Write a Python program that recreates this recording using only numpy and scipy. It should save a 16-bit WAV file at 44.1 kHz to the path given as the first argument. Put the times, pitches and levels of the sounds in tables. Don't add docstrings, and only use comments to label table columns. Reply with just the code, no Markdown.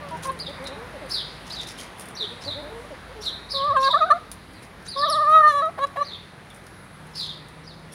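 import sys
import numpy as np
from scipy import signal
from scipy.fft import rfft, irfft, next_fast_len
from scipy.io import wavfile
from scipy.ndimage import uniform_filter1d

SR = 44100
rng = np.random.default_rng(int(sys.argv[2]) if len(sys.argv) > 2 else 0)


def store_pcm(level_fs):
    pcm = np.round(np.clip(level_fs, -1, 1) * 32767).astype(np.int16)
    wavfile.write(sys.argv[1], SR, np.atleast_2d(pcm).T)


def volts_from_decibels(level):
    exponent = np.asarray(level, float) / 20
    return 10 ** exponent


N = 350154
T = np.arange(N) / SR
FAST = next_fast_len(N)

# freq_hz, density_db
YARD_SPECTRUM = [(45, -6.5), (60, -5.5), (150, 0), (250, -5.5), (500, -8), (1000, -9.5), (2000, -11.5),
                 (2800, -19), (4000, -20.5), (5200, -27.5), (7800, -35.5), (9900, -25.5), (12500, -40.5),
                 (15800, -42)]
# time_s, level_db
BREEZE = [(0, -0.5), (1.2, -1.5), (3.2, -3.5), (3.6, -6.5), (5, -7), (7.94, -8.5)]
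# loudest_s, freq_hz, width_s, level_db
MOTOR_LINES = [(1.1, 54.5, .7, -50), (3.0, 55, .35, -47), (4.2, 53, .9, -55), (7.3, 51, .6, -58),
               (.3, 79, .55, -50), (3.5, 86, .8, -56), (5.6, 93, 1.5, -55), (.05, 164, .4, -45),
               (5.5, 152, 1.2, -57), (7.7, 156, .6, -47.5), (4, 187.4, 9, -57)]
# start_s, freq_hz, decay_s, level_db
THUDS = [
    (2.449, 96.6, 0.043, -38),
    (3.689, 110.3, 0.015, -36),
]
# freq_hz, gain_db
MIC_RESPONSE = [(30, -30), (48, 0), (5000, 0), (7800, -9), (9800, 7), (12000, -1), (15500, -1)]

# start_s, peak_db, low_share_db
PECKS = [(.087, -44, 3), (.1077, -46, -10), (.1695, -47, -4), (.1735, -48, -8), (.2245, -44, -2),
         (.2349, -39, 2), (.2455, -40, -4), (.2694, -35.5, -14), (.318, -40.5, -15.5), (.3898, -39, -4),
         (.4948, -44, -2), (.6265, -47, -8), (.641, -41, -3), (0.6705, -39, 7), (.675, -46, 0),
         (.7887, -52, -14), (1.0645, -50, -10), (1.975, -49, -10), (1.9839, -43, -20), (1.9957, -33, -25),
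         (2.008, -40, -6), (2.021, -47, -2), (2.056, -38, -17), (2.086, -36, -25), (2.106, -49, -16),
         (2.113, -52, -12), (2.6294, -54, -6), (3.445, -55, -12), (3.6451, -49, -12), (4.1985, -55, -12),
         (4.3154, -28, -13), (4.5341, -49, -6), (4.826, -48, -10), (5.249, -46, -3), (5.2939, -43, -15),
         (5.314, -44, -15), (5.521, -46, -12), (5.5802, -48, -10), (5.657, -47, -12), (5.8697, -47, 1),
         (6.501, -45, -13), (6.6398, -50, -14), (6.6662, -41.5, -6), (7.0694, -49, -12), (7.485, -44, -13),
         (7.7952, -56, -7)]
# start_s, length_s, level_db, low_share_db
SCRATCHES = [(0.226, 0.028, -44, -1), (1.08, 0.084, -45.5, -10), (1.45, .11, -56.5, 8),
             (1.604, 0.035, -53.5, 7), (1.665, 0.041, -44.5, 3), (1.774, 0.05, -45, 1),
             (1.987, 0.046, -49, -19), (2.406, 0.069, -59.5, 10), (3.21, 0.062, -51.5, 4),
             (3.492, 0.087, -56, -4), (3.8, 0.055, -49.5, 5), (4.32, .03, -59, -13),
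             (4.62, 0.026, -53.5, -4), (4.848, .04, -57, 8.5), (5.27, .2, -58, -9),
             (5.473, 0.035, -51.5, 3), (6.54, .027, -53.5, -15), (7.14, 0.11, -53.5, 5),
             (7.92, 0.015, -45.5, -12)]
# time_s, freq_hz, level_db
WHEEZE_TRACK = [
    (6.649, 10376, -69),
    (6.664, 10750, -63),
    (6.849, 10317, -56),
    (6.874, 10500, -67),
    (6.924, 10650, -62),
    (7.03, 10100, -66),
]

# start_s, length_s, start_hz, end_hz, level_db
MURMURS = [(.47, 0.05, 258, 295, -42), (.59, 0.082, 254, 282, -43.5), (.68, 0.079, 247, 302, -44),
           (.935, .041, 327, 246, -41.5), (1.01, 0.06, 324, 244, -41.5), (2.46, 0.049, 260.6, 308, -40.5),
           (2.55, 0.0725, 268, 314, -40), (2.62, 0.081, 275, 313, -42), (2.905, 0.038, 326, 240, -40.5)]
# start_s, length_s, start_hz, end_hz, level_db
CLUCKS = [
    (.755, 0.11, 424.5, 498, -45.5),
    (2.205, 0.058, 474, 380, -42),
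    (2.3, 0.042, 439, 503, -47),
    (2.685, 0.16, 438.6, 496, -44),
    (2.84, 0.019, 527, 620, -45),
    (3.09, 0.045, 446, 580, -50),
    (3.15, 0.075, 462, 414, -45.5),
]
# start_s, length_s, start_hz, end_hz, level_db
YELP = [(.11, .055, 331, 314, -42)]
CROAK = [(3.899, 0.029, 995, 992, -28.5)]

# start_s, length_s, top_hz, level_db
CHEEPS = [(.385, 0.069, 5040, -29), (1.5, 0.083, 5110, -28), (2.16, 0.065, 4850, -26.5),
          (2.428, 0.088, 4920, -28), (3.222, 0.063, 4840, -28), (3.825, 0.074, 4890, -22.5),
          (4.872, 0.086, 5100, -29), (6.032, 0.083, 5040, -30.5)]
TAILS = [(.455, 0.037, 3944, -30), (.645, 0.0394, 4360, -39.5), (1.578, 0.045, 4030, -30),
         (1.78, .04, 3400, -41), (2.503, 0.048, 4050, -31), (3.895, 0.056, 4000, -30),
         (4.95, .045, 3980, -32.5), (6.108, 0.061, 3944, -34.5), (6.5, 0.019, 3780, -45),
         (7.278, .05, 3900, -33)]
DROPS = [
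    (2.198, .06, 4150, -26),
    (3.256, .055, 4200, -25.5),
    (4.53, .084, 4800, -52),
]
SLIDES = [(1.094, 0.14, 5493, -26), (3.486, 0.145, 5400, -27), (4.955, .16, 5440, -28.5),
          (7.142, 0.15, 5420, -27)]
LEADS = [(1.088, 0.029, 6530, -37), (1.61, .04, 6300, -47), (1.675, 0.043, 5800, -37),
         (1.785, 0.054, 6800, -39), (1.805, .02, 4800, -42), (2.148, .022, 6120, -28),
         (2.408, .03, 5500, -41), (2.43, 0.026, 6200, -42), (3.205, 0.048, 5970, -33),
         (3.49, .04, 6300, -44), (3.79, .066, 5970, -36), (4.85, .043, 6380, -42), (6.02, 0.035, 6400, -40),
         (7.13, .03, 5630, -43), (7.635, 0.036, 6050, -46)]
WHISTLE = [(7.655, 0.088, 5100, -41.5)]
NEAR_SLIDE = [(5.079, 0.102, 6170, -28)]
NEAR_LEAD = [(4.879, .024, 4750, -33), (7.914, .05, 5530, -44)]
NOTE_SHAPES = {"cheep": (.75, .74), "tail": (.9, .88), "drop": (1.0, .78), "slide": (.82, .6),
               "fall": (.8, .58), "lead": (.92, .93), "dive": (1.005, .48), "rise": (.99, 1.065)}

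# time_s, pitch_hz, effort_db, beak_opening_db
GREETING = [
    [(.01, 609, -51, -6), (.038, 585, -41, -15), (.092, 551, -54, -13), (.11, 616, -64, -8)],
    [(.245, 559, -49, -7), (.257, 517, -31, -10), (.273, 545.5, -36.5, -24), (.297, 520, -23, -13),
     (.307, 550, -27, -22), (.319, 526.6, -41, -20), (.359, 506, -48, -12)],
]
WIND_UP = [(3.537, 569, -42, 1), (3.546, 550.5, -37.5, -25), (3.615, 544, -25.5, -24),
           (3.683, 602, -25.5, -26), (3.711, 550, -19.5, -20), (3.723, 547, -20.5, -25),
           (3.741, 674, -37.5, -11)]
SQUAWK = [(3.758, 606, -22, -27), (3.769, 530, -17.5, -7.5), (3.813, 533, -21.5, -23),
          (3.845, 539, -18.5, -14.5), (3.88, 537, -18, -6.5), (3.888, 561, -18, -23),
          (3.9, 561.3, -38, -15)]
CACKLE = [
    [(3.928, 655, -45, -13), (3.936, 643, -25, -17), (3.945, 566, -13, -13.5), (3.956, 588, -19, -14),
     (3.973, 658, -18, -42), (3.981, 733, -49, -11), (3.991, 765, -27, -24), (4.001, 687, -46, -6)],
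    [(4.009, 666, -23, -27), (4.019, 621, -15.5, -28), (4.031, 623, -13.5, -24), (4.043, 645, -19, -34),
     (4.052, 669, -32, -38), (4.058, 700, -40, -16), (4.067, 764, -30, -30), (4.08, 706, -40, -17),
     (4.091, 775, -27.5, -25)],
    [(4.098, 711, -39, -21), (4.105, 612, -15, -18), (4.113, 579.7, -13.5, -8.5), (4.123, 613, -13.5, -20),
     (4.133, 663, -19, -40), (4.142, 699, -44, -6), (4.157, 685, -38, -16), (4.171, 727, -40, -18),
     (4.18, 696, -56, -19)],
]
QUAVER = [(4.955, 554, -59, -13), (4.965, 545, -29, -28), (5.02, 578.4, -26, -18),
          (5.037, 590.4, -19.5, -7.5), (5.06, 599, -26.5, -25.5), (5.129, 609.5, -24.5, -20),
          (5.228, 602.4, -19.5, -21), (5.253, 579, -25, -15)]
CRY = [(5.282, 609, -16, -25), (5.316, 621, -15, -26), (5.352, 638.3, -10.5, -23.5),
       (5.39, 628, -11.5, -19.5), (5.403, 614, -17, -17), (5.408, 630, -11, -22), (5.426, 602, -19.5, -13)]
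FALTER = [(5.436, 604, -14.5, -8), (5.466, 607, -13.5, -12.5), (5.487, 607, -13.5, -16),
          (5.506, 591.5, -25, -1.5), (5.528, 570, -29, -8), (5.558, 575, -22.5, -17),
          (5.594, 565.6, -23.5, -9.5), (5.615, 553, -27.5, -12)]
KICK = [
    (5.627, 643.5, -21.5, -20.5),
    (5.668, 632, -24.5, -23),
    (5.684, 650, -31, -28),
    (5.697, 690, -47, -8),
]
BARKS = [
    [(5.79, 547, -24, -25), (5.796, 523.4, -32, -13), (5.82, 559, -26, -17), (5.842, 559, -19.5, -11),
     (5.85, 570, -21.5, -15), (5.858, 553.4, -58, -4)],
    [(5.97, 561, -30, -3.5), (5.986, 562, -27.5, -14.5), (6.002, 590.5, -34.5, -7),
     (6.018, 570.5, -19.5, -30), (6.032, 588, -30, -8)],
]
# freq_hz, gain_db
THROAT = [(2000, -12), (3000, -12.5), (3500, -10.5), (3900, -2), (4280, -7), (4600, -33), (6200, -21.5),
          (7400, -25), (9000, -27), (12000, -39.5), (15500, -39.5)]
# time_s, gain_db
NECK_STRETCH = [(.3, 1.5), (3.6, -3), (3.8, 0), (3.88, 3.5), (3.95, -0.5), (4.03, 1.5), (4.115, 0.5),
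                (5.0, -5), (5.23, -8), (5.28, 0), (5.35, 0.5), (5.46, -6.5), (5.53, 11), (5.6, 5),
                (5.66, 3), (5.84, 5), (6.0, 7)]
# start_s, length_s, level_db
RASPS = [
    (3.88, 0.021, -33),
    (5.687, 0.028, -42),
    (5.775, 0.024, -30.5),
    (5.956, 0.021, -31),
]


def unit(x):
    return x / np.sqrt(np.mean(x ** 2))


def colour(x, points):
    hz, db = np.transpose(points)
    f = np.fft.rfftfreq(FAST, 1 / SR) + 1
    gain = volts_from_decibels(np.interp(np.log(f), np.log(hz), db))
    return irfft(rfft(x, FAST) * gain, FAST)[:N]


def band(x, lo_hz, hi_hz):
    return signal.sosfilt(signal.butter(2, [lo_hz, hi_hz], "band", fs=SR, output="sos"), x)


def walk(rate_hz, size=N):
    hold = int(SR / rate_hz)
    steps = np.repeat(rng.standard_normal(size // hold + 1), hold)
    return 1.47 * uniform_filter1d(uniform_filter1d(steps, hold), hold)[:size]


def add(out, start_s, x):
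    i = int(start_s * SR)
    out[i:i + len(x)] += x[:N - i]


def echoes(x, t60_s, wet_db, near_t60_s, near_db, dry_db):
    t, answer = T[:SR], np.zeros(SR)
    for decay_s, db in ((near_t60_s, near_db), (t60_s, wet_db)):
        tail = rng.standard_normal(SR) * np.exp(-np.log(1000) * t / decay_s)
        answer += volts_from_decibels(db) * tail / np.sqrt(np.sum(tail ** 2))
    return volts_from_decibels(dry_db) * x + signal.oaconvolve(x, answer)[:N]


def yard():
    air_hz, air_db, breeze_share = (110, 900, 7000), (-42.5, -37.5, -41), (0.39, 0.97, 0.53)
    breeze_db = np.interp(T, *np.transpose(BREEZE))
    hiss = rfft(unit(colour(rng.standard_normal(N), YARD_SPECTRUM)), FAST)
    f = np.fft.rfftfreq(FAST, 1 / SR)
    out = np.zeros(N)
    for hz in 40 * 2 ** np.arange(0, 9, .5):
        part = irfft(hiss * (f >= hz) * (f < hz * np.sqrt(2)), FAST)[:N]
        db = np.interp(np.log(hz), np.log(air_hz), air_db)
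        share = np.interp(np.log(hz), np.log(air_hz), breeze_share)
        out += part * volts_from_decibels(db + share * breeze_db + 1.15 * walk(9))
    return out


def motor():
    out = np.zeros(N)
    waver, swell = 1 + 0.01228 * walk(6.8), volts_from_decibels(1.23 * walk(6.3))
    for k, (loudest_s, hz, width_s, db) in enumerate(MOTOR_LINES):
        near = np.abs(T - loudest_s) < 3 * width_s
        phase = 2 * np.pi * np.cumsum(hz * np.roll(waver, k * SR)[near]) / SR
        bell = np.exp(-.5 * ((T[near] - loudest_s) / width_s) ** 2)
        out[near] += np.sqrt(2) * volts_from_decibels(db) * np.roll(swell, k * SR)[near] * bell * np.sin(phase)
    return out


def thuds():
    out, t = np.zeros(N), T[:SR // 4]
    for start_s, hz, decay_s, db in THUDS:
        swell = (t / decay_s) * np.exp(1 - t / decay_s)
        add(out, start_s, volts_from_decibels(db) * swell * np.sin(2 * np.pi * hz * t))
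    return out


def feeding():
    high, low, t = np.zeros(N), np.zeros(N), T[:int(.03 * SR)]
    for start_s, db, low_db in PECKS:
        ring = np.minimum(t / 0.00056, 1) * np.exp(-t / 0.0016) + 0.22 * np.exp(-t / 0.019)
        crack = volts_from_decibels(db - 0.5) * ring
        add(high, start_s, crack)
        add(low, start_s, crack * volts_from_decibels(low_db))
    grains = volts_from_decibels(3.5 * walk(440))
    for start_s, length_s, db, low_db in SCRATCHES:
        u = np.linspace(0, 1.8, int(2.4 * length_s * SR))
        stroke = np.minimum(u / 0.16, 1) * np.exp(-u ** 2)
        rake = volts_from_decibels(db) * stroke * np.roll(grains, -int(start_s * SR))[:len(u)]
        add(high, start_s, rake)
        add(low, start_s, rake * volts_from_decibels(low_db))
    bright = [(5500, -6.0), (7800, -7.5), (9800, 9.0), (11800, -5.0), (15600, -14)]
    high_noise = unit(colour(rng.standard_normal(N), bright))
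    low_noise = unit(band(rng.standard_normal(N), 2500, 6300))
    return high * high_noise + low * low_noise


def wheeze():
    s, hz, db = np.transpose(WHEEZE_TRACK)
    phase = 2 * np.pi * np.cumsum(np.interp(T, s, hz) * (1 + 0.011 * walk(96))) / SR
    level = volts_from_decibels(np.interp(T, s, db, left=-120, right=-120) + 3.8 * walk(30))
    return level * (np.sqrt(2) * np.sin(phase) + volts_from_decibels(-20) * np.sin(1.2 * phase))


def flock(tables, jitter, weak_db):
    rising_db_per_octave = 12
    out, wobble, swell = np.zeros(N), 1 + jitter * walk(60), volts_from_decibels(0.92 * walk(40.4))
    for table, first, top_db in tables:
        for start_s, length_s, start_hz, end_hz, main_db in table:
            upper_db = main_db + top_db + rising_db_per_octave * np.log2(end_hz / start_hz)
            i, size = int(start_s * SR), int(length_s * SR)
            hz = np.linspace(start_hz, end_hz, size) * wobble[i:i + size]
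            phase = 2 * np.pi * np.cumsum(hz) / SR
            note = volts_from_decibels(main_db) * (np.sin(first * phase) + volts_from_decibels(weak_db) * np.sin((first - 1) * phase))
            note += volts_from_decibels(upper_db) * np.sin((first + 1) * phase)
            add(out, start_s, np.sqrt(2) * note * np.hanning(size) ** .2)
    return out * swell * volts_from_decibels(3.5)


def notes(table, kind):
    start, end = NOTE_SHAPES[kind]
    return [(s, length_s, start * hz, hz, end * hz, db) for s, length_s, hz, db in table]


def sparrow(table, turn, warble_hz, warble, overtone_db, third_db, fade=3):
    sag = .54
    out = np.zeros(N)
    shake = np.sin(2 * np.pi * np.cumsum(warble_hz * (1 + 0.23 * walk(90))) / SR)
    for start_s, length_s, start_hz, top_hz, end_hz, db in table:
        u = np.linspace(0, 1, int(min(length_s, T[-1] - start_s) * SR))
        path_hz = [start_hz, top_hz, top_hz - sag * (top_hz - end_hz), end_hz]
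        hz = np.interp(u, [0, turn, (1 + turn) / 2, 1], path_hz)
        hz = uniform_filter1d(hz, int(0.0034 * SR))
        hz = hz * (1 - warble * (1 + shake[int(start_s * SR):][:len(u)]))
        phase = 2 * np.pi * np.cumsum(hz) / SR
        beak = 1 + 0.75 / (1 + ((hz - 3800) / 300) ** 2)
        swell = np.minimum(u / .22, 1) * np.minimum((1 - u) / 0.53, 1)
        overtones = volts_from_decibels(overtone_db) * np.sin(2 * phase) + volts_from_decibels(third_db) * np.sin(3 * phase)
        overtones = overtones * (hz / top_hz) ** fade
        add(out, start_s, volts_from_decibels(db) * swell * (beak * np.sin(phase) + overtones))
    return out * volts_from_decibels(3.6 * walk(260))


def roof_sparrows():
    wall_s, wall_db = .065, -13
    chirps = sparrow(notes(SLIDES, "slide"), turn=.15, warble_hz=210, warble=.085,
                     overtone_db=-20, third_db=-28)
    clear = notes(CHEEPS, "cheep") + notes(LEADS, "lead")
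    chirps += volts_from_decibels(-3.5) * sparrow(clear, turn=.27, warble_hz=205, warble=.04,
                                  overtone_db=-24, third_db=-32)
    falling = notes(TAILS, "tail") + notes(DROPS, "drop")
    chirps += sparrow(falling, turn=.3, warble_hz=230, warble=.055, overtone_db=-22, third_db=-32)
    chirps += sparrow(notes(WHISTLE, "fall"), turn=.27, warble_hz=190, warble=.012,
                      overtone_db=-24, third_db=-34)
    return chirps + volts_from_decibels(wall_db) * np.roll(chirps, int(wall_s * SR))


def near_sparrow():
    close = notes(NEAR_SLIDE, "dive") + notes(NEAR_LEAD, "rise")
    return sparrow(close, turn=.05, warble_hz=201, warble=.03, overtone_db=-7.5, third_db=-36, fade=1.2)


def rasps():
    bursts = np.zeros(N)
    for start_s, length_s, db in RASPS:
        add(bursts, start_s, volts_from_decibels(db) * np.hanning(int(length_s * SR)) ** .5)
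    low_throat = [(300, -38), (650, 24.0), (1100, 11.0), (1900, 7), (4000, -10), (9000, -22.0)]
    return bursts * unit(colour(rng.standard_normal(N), low_throat))


def shaken(hz, t):
    start_s, end_s, shake_hz, depth_hz, decay_s = 5.049, 5.225, 19.3, 55, .14
    since = np.clip(t - start_s, 0, end_s - start_s)
    shake = np.exp(-since / decay_s) * np.sin(2 * np.pi * shake_hz * since)
    return hz + depth_hz * shake * (t < end_s)


def hen(blur, bright_db, jitter, flutter_db):
    long_call = QUAVER + CRY + FALTER + KICK
    calls = GREETING + [WIND_UP + SQUAWK, sum(CACKLE, []), long_call] + BARKS
    s, *columns = np.transpose(sorted(row for table in calls for row in table))
    gate = sum(1. * (T >= table[0][0]) * (T < table[-1][0]) for table in calls)
    gate = uniform_filter1d(np.minimum(gate, 1), int(0.0037 * SR))
    on = gate > 0
    t = T[on]
    hz, db, open_db = (np.interp(t, s, c) for c in columns)
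    hz = shaken(hz, t)
    first_db = -22 + 0.36 * db + 0.0513 * (hz - 600) - .14 * np.maximum(hz - 695, 0)
    first_db = first_db - 3 * (t < 1)
    third_db = db + open_db
    phase = 2 * np.pi * np.cumsum(hz * (1 + jitter * walk(150)[on])) / SR
    voice = np.zeros(len(t))
    for k, partial_db in enumerate((first_db, db, third_db), 1):
        voice += volts_from_decibels(partial_db + 0.16 * flutter_db * walk(55.3, size=len(t))) * np.sin(k * phase)
    effort_db = .23 * first_db + .45 * db + .5 * third_db - .06 * np.maximum(hz - 630, 0) + bright_db
    effort_db = effort_db + np.interp(t, *np.transpose(NECK_STRETCH))
    throat_hz, throat_db = np.transpose(THROAT)
    for k in np.arange(4, 25):
        shape_db = np.interp(k * hz, throat_hz, throat_db) + flutter_db * walk(38.09, size=len(t))
        blurred = k * phase + blur * k * walk(120, size=len(t))
        voice += volts_from_decibels(effort_db + shape_db) * np.sin(blurred)
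    out = np.zeros(N)
    out[on] = np.sqrt(2) * voice * gate[on]
    return out


def scene():
    background = yard() + motor() + thuds()
    ground = echoes(feeding() + wheeze(), t60_s=.3, wet_db=-13, near_t60_s=.05, near_db=-8, dry_db=0)
    murmurs = flock([(MURMURS, 2, -13), (CLUCKS, 1, -10)], jitter=0.012, weak_db=-8)
    roof = echoes(roof_sparrows() + volts_from_decibels(-7) * murmurs, t60_s=.72, wet_db=-10.5,
                  near_t60_s=.11, near_db=-4.5, dry_db=-5)
    fence = echoes(near_sparrow(), t60_s=.54, wet_db=-10, near_t60_s=.2, near_db=-11, dry_db=-2)
    near_hen = hen(blur=.15, bright_db=-9, jitter=.003, flutter_db=4) + rasps()
    near_hen += flock([(YELP, 2, 9), (CROAK, 1, -40)], jitter=0.01, weak_db=-13.5)
    near_hen = echoes(near_hen, t60_s=.45, wet_db=-18, near_t60_s=.06, near_db=-12, dry_db=0)
    birds = colour(near_hen + volts_from_decibels(-4.0) * murmurs + roof + fence, MIC_RESPONSE)
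    return (birds + ground + background)[None]


def band_limit(x):
    return signal.sosfilt(signal.butter(12, 16540, fs=SR, output="sos"), x)


def record(dry):
    top_cut = signal.ellip(10, .2, 60, 15830, fs=SR, output="sos")
    mix = signal.sosfilt(top_cut, dry)
    return band_limit(mix)


dry = scene()
out = record(dry)
store_pcm(out)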